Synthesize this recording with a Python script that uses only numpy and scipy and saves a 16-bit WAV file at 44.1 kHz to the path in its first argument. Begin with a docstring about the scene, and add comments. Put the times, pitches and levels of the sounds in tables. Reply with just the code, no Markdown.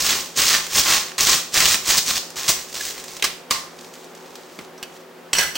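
"""Pepper mill over a glass bowl

Small hard kitchen, stereo camera close to the mill, which a hand twists: filtered noise for grit and cracks.
Bursting corns, ticks of loose corns, knocks of cap and base and chattering glass dishes on the counter are
touches of decaying noise through resonances; the cap rubs once, a short sine.
Behind it all a fridge hums in wavering sines over the noise of room air and microphone hiss."""
import sys
import numpy as np
from scipy import signal
from scipy.fft import rfft, irfft
from scipy.io import wavfile
from scipy.ndimage import uniform_filter1d

SR = 44100
rng = np.random.default_rng(int(sys.argv[2]) if len(sys.argv) > 2 else 0)


def wav_record(signal):
    """Record a signal, one row per channel, as 16-bit PCM in the file named by sys.argv[1]."""
    frames = np.transpose(np.atleast_2d(signal))
    bounded = np.clip(frames, -1, 1)
    # unit amplitude maps onto the largest positive 16-bit level
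    quanta = np.round(bounded * 32767).astype(np.int16)
    wavfile.write(sys.argv[1], SR, quanta)


N = 245637

# room air and hiss at the microphone, relative spectrum: [f/Hz, level/dB per Hz]
AIR_SPECTRUM = [(15, -65), (25, -27), (92, -26.5), (161, -11.5), (309, -5), (373, -2), (416, -3.5),
                (516, 0), (641, -7), (714, -4.5), (1610, -12), (6380, -24.5), (11000, -31.5), (14800, -29),
                (16000, -23)]
AIR_RMS_DB = -43.5
# fridge tones: [mean f/Hz, mean peak level/dB]
FRIDGE_TONES = [(168, -55.5), (240, -58.5), (252, -57), (365, -54.5), (377, -51.5)]
# pushes of the wrist (two a twist), shakes and rubs of the mill: [full effort reached t/s, level/dB,
# rise of the last 10 dB t/s, hold t/s, fall of the first 10 dB t/s, coarseness level/dB]; slopes last 1 ms or more
PUSHES = [(0.003, -18, -0.2, 0.01, 0.14, -6), (0.089, -20.5, 0.2, 0.047, 0.08, 4.5),
          (0.379, -15.5, .014, 0.042, 0.07, -0.5), (.49, -15, .06, 0.038, .07, 3),
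          (0.772, -11.5, 0.04, 0.023, .025, -1.5), (0.903, -13, 0.0551, 0.021, 0.07, 5.5),
          (1.182, -19.5, 0, 0.034, 0.03, 4), (1.208, -15.5, .012, .02, 0.0365, -1),
          (1.294, -14, 0.0437, 0.04, 0.0551, 2), (1.559, -13, .021, 0.028, 0.02, 0),
          (1.607, -15.5, .021, 0.043, .025, 5), (1.693, -14.5, 0.08, 0.056, 0.01, -0.6),
          (1.902, -12.5, 0.04, 0.0059, .065, 0.5), (1.984, -8.5, 0.0153, 0.0026, 0.0051, -4),
          (2.097, -17, .032, .006, .04, 0.1), (2.165, -19.5, 0.02, 0.011, -0.0176, -1),
          (2.367, -26.5, .003, 0.14, 0.0839, 3), (2.484, -10.5, 0.0053, 0.016, 0.0212, -2),
          (2.744, -28, -0.13, 0.16, .011, -1.5), (2.92, -36.5, 0.34, .08, .03, 0.1),
          (3.057, -41, 0.1, .07, .015, -1.1), (3.17, -34, 0.05, .002, .011, -1),
          (3.822, -45, 0.1, .005, 0.12, -2.1), (3.933, -41.5, 0, .003, 0.06, -9),
          (4.03, -48, .05, 0.0026, 0.05, -11), (4.61, -48.5, 0.6, 0.047, -0.32, 1),
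          (4.971, -44.5, 0.06, 0.0083, -0.01, 2), (5.005, -49, .005, .015, -0.2, 1)]
RISE_BEND, FALL_BEND = 1.44, 1.28  # 1 = straight slopes in dB, more = rounder tops and steeper skirts
SETTLE_DB, SETTLE_T60_S = -20.5, 0.87  # corns go on settling in the burr after a push
# burr and microphone together, relative spectrum: [f/Hz, level/dB per Hz]
GRIT_SPECTRUM = [(25, -3.5), (120, -2), (400, -3), (850, -2), (1300, -1), (2200, -1), (4000, 2.5),
                 (6400, 5), (8500, 0), (11000, -9.5), (14800, -4), (16000, 3)]
# air and wall of the mill's jar: [f/Hz, width/Hz, level/dB]
JAR_MODES = [(1074, 43, 1), (1174, 35, 0.5), (1816, 160, -15.5), (2070, 150, -13)]
# whole corns that burst: [t/s, peak level/dB, f/Hz]
BURSTS = [(0.0649, -3.5, 3040), (0.1056, -1.5, 3530), (0.259, -22, 3040), (0.3637, -17, 6330),
          (0.4183, -3, 4400), (0.6663, -16, 1920), (0.73, -23, 7100), (0.749, -10, 6370),
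          (0.836, -12, 4660), (1.1804, -17.5, 4470), (1.207, 0, 6270), (1.27, 1, 3280), (1.295, -2, 5800),
          (1.5215, -27, 3330), (1.5413, -4.5, 6400), (1.6034, 0.5, 2540), (1.655, 2.5, 3480),
          (1.684, -5, 6500), (1.8587, -24, 6390), (2.062, -14, 6450), (2.157, -9.5, 5150),
          (2.1773, -8, 4520)]
# loose corns and fingers on the plastic: [t/s, peak level/dB, f/Hz]
TICKS = [(2.304, -22.5, 6200), (2.358, -20, 6900), (2.6974, -23, 6900), (2.727, -21, 5750),
         (2.7423, -16, 7400), (2.8518, -11.5, 7200), (2.8792, -21, 5030), (2.9075, -18, 3690),
         (2.979, -18.5, 5020), (3.0, -23, 5500), (3.04, -19.5, 6850), (3.0812, -21, 5000),
         (3.1157, -25, 5810), (3.1674, -18.5, 5700), (3.197, -21.5, 3590), (3.504, -21, 3000),
         (3.8098, -27.5, 5760), (3.8453, -28, 4630), (3.939, -29, 3150), (3.9537, -33, 4120),
         (4.0437, -31, 5530), (4.15, -27.5, 6060), (4.2597, -34, 4160), (4.3057, -33, 6050),
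         (4.355, -22.5, 4600), (4.5139, -40, 3490)]
# a hard blow through the microphone, relative spectrum: [f/Hz, level/dB per Hz]
BLOW_SPECTRUM = [(30, -11), (200, -9), (800, -6.5), (2100, -4), (4000, -7.5), (5800, -7.5), (8500, -8.5),
                 (11300, -16), (16000, -11)]
# one rub of the cap: [t/s, f/Hz, peak level/dB, half length/s]
CAP_RUB = (2.811, 1690, -26, .005)
# cap and base of the mill: [t/s, peak level/dB, thump level re peak/dB, jar ring level/dB, cap f/Hz,
# contact T60/s, echo level/dB]
KNOCKS = [(3.2243, -2.5, -30, -6, 2850, 0.031, -12.5), (3.2414, -2.5, -35, 4, 4500, 0.091, -14.5),
          (3.5087, -1, -34, 13.5, 4640, 0.047, -10), (4.589, -27, 1.1, 19, 2340, 0.045, -14)]
# glass dishes that touch and chatter: [t/s, peak level/dB, favoured f/Hz, contact T60/s, echo level/dB]
CLINKS = [(4.778, -33.5, 5260, 0.087, -16.5), (4.828, -12, 2850, 0.045, -20.5),
          (4.856, -42, 3000, 0.038, -14), (5.3311, -2, 2900, 0.0327, -12), (5.333, 0.5, 7100, 0.029, -18.5),
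          (5.351, -8, 2400, 0.074, -8), (5.367, -8.5, 6000, 0.065, -13), (5.382, -5, 1750, 0.017, -8),
          (5.385, 1, 5450, 0.025, -13.5), (5.391, -2, 2210, 0.055, -10.5), (5.409, -5.5, 1810, 0.036, -6),
          (5.43, -8, 2020, 0.028, -12), (5.549, -19, 900, 0.035, -11.5), (5.554, -12, 3200, 0.11, -5)]
# resonances of the glass: [f/Hz, width/Hz, level/dB]
GLASS_MODES = [(1020, 167, -6), (1633, 106, 15.5), (2010, 18, 17), (2620, 80, 11), (2947, 99, 16),
               (3220, 37, 14.5), (4400, 170, 19.5), (5220, 130, 13), (5750, 140, 22), (6007, 52, 14),
               (7770, 150, 21)]
ROOM_T60_S, ROOM_DB = 0.4, -6  # decay of the kitchen and its energy against the direct grinding
MILL_PAN_DB, DISH_PAN_DB = -1.2, -2  # left over right
TOP_HZ = 15850  # upper limit of the camera


def undb(db):
    """Amplitude factor for a level in dB."""
    return 10 ** (np.asarray(db) / 20)


def level(x, db):
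    """Scale to an RMS level in dB."""
    return x * undb(db) / np.sqrt(np.mean(x ** 2))


def pan_gains(pan_db):
    """Gains of the two channels, pan_db apart."""
    return undb(np.array([[pan_db], [-pan_db]]) / 2)


def colour(x, spectrum):
    """Causal filter with the given (Hz, dB) shape, its top at 0 dB, from the cepstrum of the log gain."""
    hz, db = np.transpose(spectrum)
    bins_hz = np.arange(4097) * SR / 8192
    gain_db = np.interp(np.log(bins_hz + 1), np.log(hz), db - max(db))
    cepstrum = irfft(gain_db * np.log(10) / 20)
    # folding the cepstrum onto positive time gives minimum phase
    cepstrum[1:4096] *= 2
    cepstrum[4097:] = 0
    impulse = irfft(np.exp(rfft(cepstrum)))
    impulse = np.reshape(impulse, (1,) * (x.ndim - 1) + (-1,))
    return signal.fftconvolve(x, impulse, axes=-1)[..., :x.shape[-1]]


def band(x, hz, width_hz):
    """Two-pole resonance, gain 1 at the centre."""
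    b, a = signal.iirpeak(min(hz, 0.4 * SR), hz / width_hz, fs=SR)
    return signal.lfilter(b, a, x)


def ring(x, modes):
    """The sound itself plus its resonances (Hz, width Hz, dB)."""
    return x + sum(undb(db) * band(x, hz, width_hz) for hz, width_hz, db in modes)


def walk(rate_hz):
    """Random values, rate_hz new ones a second, joined by straight slopes; spread near 0.8."""
    hold = int(SR / rate_hz)
    steps = np.repeat(rng.standard_normal(N // hold + 1), hold)
    return uniform_filter1d(steps, hold)[:N]


def add(out, s, sound, db, pan_db):
    """Place a sound at s seconds with peak db before panning."""
    start = int(s * SR)
    sound = sound[:, :N - start] / np.abs(sound).max()
    out[:, start:start + sound.shape[1]] += sound * undb(db) * pan_gains(pan_db)


def echoes(size):
    """Dense echoes of tiles and cupboards, partly other ones for each side, rising over the first 5 ms."""
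    t = np.arange(size) / SR
    shared, apart = rng.standard_normal((2, size))
    sides = shared + 0.65 * apart * np.array([[1], [-1]])
    return sides * undb(-60 * t / ROOM_T60_S) * np.clip(t / 0.0051, 0, 1)


def contact(t60, echo_db, touch=0.):
    """A hard first touch, if any, then rough contact as noise that dies away, with echoes of the kitchen."""
    tail = echoes(size=16384)
    t = np.arange(tail.shape[1]) / SR
    decay = undb(-60 * t / max(t60, .001))
    rough = rng.standard_normal(len(t)) * decay * np.clip(t / 0.00058, 0, 1)
    rough[0] = touch  # a single sample against noise of spread 1
    return rough + undb(echo_db) * tail


def background():
    """Room air and microphone hiss as stereo noise, with fridge tones wavering in pitch and level."""
    mid, side = rng.standard_normal((2, N))
    sides = mid + 0.43 * side * np.array([[1], [-1]])
    air = level(colour(sides, AIR_SPECTRUM), AIR_RMS_DB)
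    out = air * undb(0.9 * walk(6))
    for hz, db in FRIDGE_TONES:
        turns = np.cumsum(hz + 1.36 * walk(12)) / SR + rng.random()
        out += undb(db + 2.0 * walk(4.83)) * np.sin(2 * np.pi * turns)
    return out


def hand():
    """Pushes rise, hold and fall, and add up in power; coarseness is their mean weighted by power."""
    t = np.arange(N) / SR
    power, coarse = 1e-18, 0
    for s, db, rise, hold, fall, coarse_db in PUSHES:
        early = np.maximum((s - t) / max(rise, .001), 0)
        late = np.maximum((t - s - hold) / max(fall, .001), 0)
        push = undb(db - 10 * early ** RISE_BEND - 10 * late ** FALL_BEND) ** 2
        power = power + push
        coarse = coarse + push * coarse_db
    keep = undb(-120 / SR / SETTLE_T60_S)  # per sample, in power: hence twice 60 dB
    settling = undb(SETTLE_DB) ** 2 * signal.lfilter([1 - keep], [1, -keep], power)
    return np.sqrt(power + settling), coarse / power


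def burr():
    """Cracks of all sizes come in clusters, dry or in four broad pitches, over a scrape of fine grit."""
    effort, coarse_db = hand()
    grit = level(rng.standard_normal(N) * undb(2.6 * walk(190)), -0.21)
    for hz in (0, 2200, 3300, 4800, 6800):  # 0 = cracks without a pitch
        bite = undb(6.0 * walk(70))
        size_db = np.minimum(0.87 * rng.exponential(size=N), 9.0)
        struck = rng.random(N) < 500 / SR  # 500 cracks a second on average
        cracks = struck * rng.standard_normal(N) * undb(size_db) * bite
        if hz:
            grit = grit + level(band(cracks, hz, 0.91 * hz), -9.0)
        else:
            grit = grit + level(cracks, -12.5)
    # big pieces crunch lower than dust
    grit = grit + (undb(coarse_db) - 1) * band(grit, 1380, 2130)
    direct = colour(ring(effort * grit, JAR_MODES), GRIT_SPECTRUM)
    room = echoes(size=SR // 2)
    room = room * undb(ROOM_DB) / np.sqrt(np.sum(room ** 2) / 2)
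    wet = signal.fftconvolve(direct[None], room, axes=1)[:, :N]
    effort_rms = np.sqrt(np.mean(effort ** 2))
    return level(direct + wet, 0) * effort_rms * pan_gains(MILL_PAN_DB)


def bursts():
    """A whole corn gives way: short rough noise with one broad resonance, in the colour of the burr."""
    out = np.zeros((2, N))
    for s, db, hz in BURSTS:
        crack = ring(contact(0.02, -17.0), [(hz, 0.41 * hz, 6)])
        add(out, s, colour(crack, GRIT_SPECTRUM), db, MILL_PAN_DB)
    return out


def ticks():
    """Loose corns and fingers touch the plastic: a hard touch with one broad resonance."""
    out = np.zeros((2, N))
    for s, db, hz in TICKS:
        tick = ring(contact(0.029, -14.5, touch=3.7), [(hz, 0.48 * hz, 3)])
        add(out, s, colour(tick, BLOW_SPECTRUM), db, MILL_PAN_DB)
    return out


def cap_rub():
    """The cap rubs once: a steady sine that swells and fades as a bell curve."""
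    out = np.zeros((2, N))
    s, hz, db, half = CAP_RUB
    t = np.arange(-3 * half, 3 * half, 1 / SR)
    squeak = np.exp(-(t / half) ** 2) * np.sin(2 * np.pi * hz * t)
    add(out, s - 3 * half, squeak[None], db, MILL_PAN_DB)
    return out


def knocks():
    """Cap and base strike hard: the blow rings jar and cap, and a low resonance gives the thump."""
    out = np.zeros((2, N))
    for s, db, thump_db, jar_db, cap_hz, t60, echo_db in KNOCKS:
        blow = contact(t60, echo_db, touch=4.26)
        modes = [(hz, width_hz, gain_db + jar_db) for hz, width_hz, gain_db in JAR_MODES]
        modes.append((cap_hz, 0.58 * cap_hz, 6))
        add(out, s, colour(ring(blow, modes), BLOW_SPECTRUM), db, MILL_PAN_DB)
        add(out, s, band(blow, 290, 340), db + thump_db, MILL_PAN_DB)
    return out


def dishes():
    """Each touch of glass favours the modes near its own pitch: 17.6 dB less drive per octave away."""
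    out = np.zeros((2, N))
    for s, db, pitch_hz, t60, echo_db in CLINKS:
        modes = [(hz, width_hz, gain_db - 17.6 * abs(np.log2(hz / pitch_hz)))
                 for hz, width_hz, gain_db in GLASS_MODES]
        clink = ring(contact(t60, echo_db, touch=5.1), modes)
        add(out, s, colour(clink, BLOW_SPECTRUM), db, DISH_PAN_DB)
    return out


def scene():
    """Kitchen air and fridge, the mill close by, and the dishes on the counter."""
    mill = burr() + bursts() + ticks() + cap_rub() + knocks()
    return background() + mill + dishes()


def record(dry):
    """The camera rounds the loudest peaks and cuts the top."""
    rounded = np.tanh(1.17 * dry) / 1.061
    top_cut = signal.ellip(10, 0.2, 60, TOP_HZ, fs=SR, output="sos")
    return signal.sosfilt(top_cut, rounded)


dry = scene()
out = record(dry)
wav_record(out)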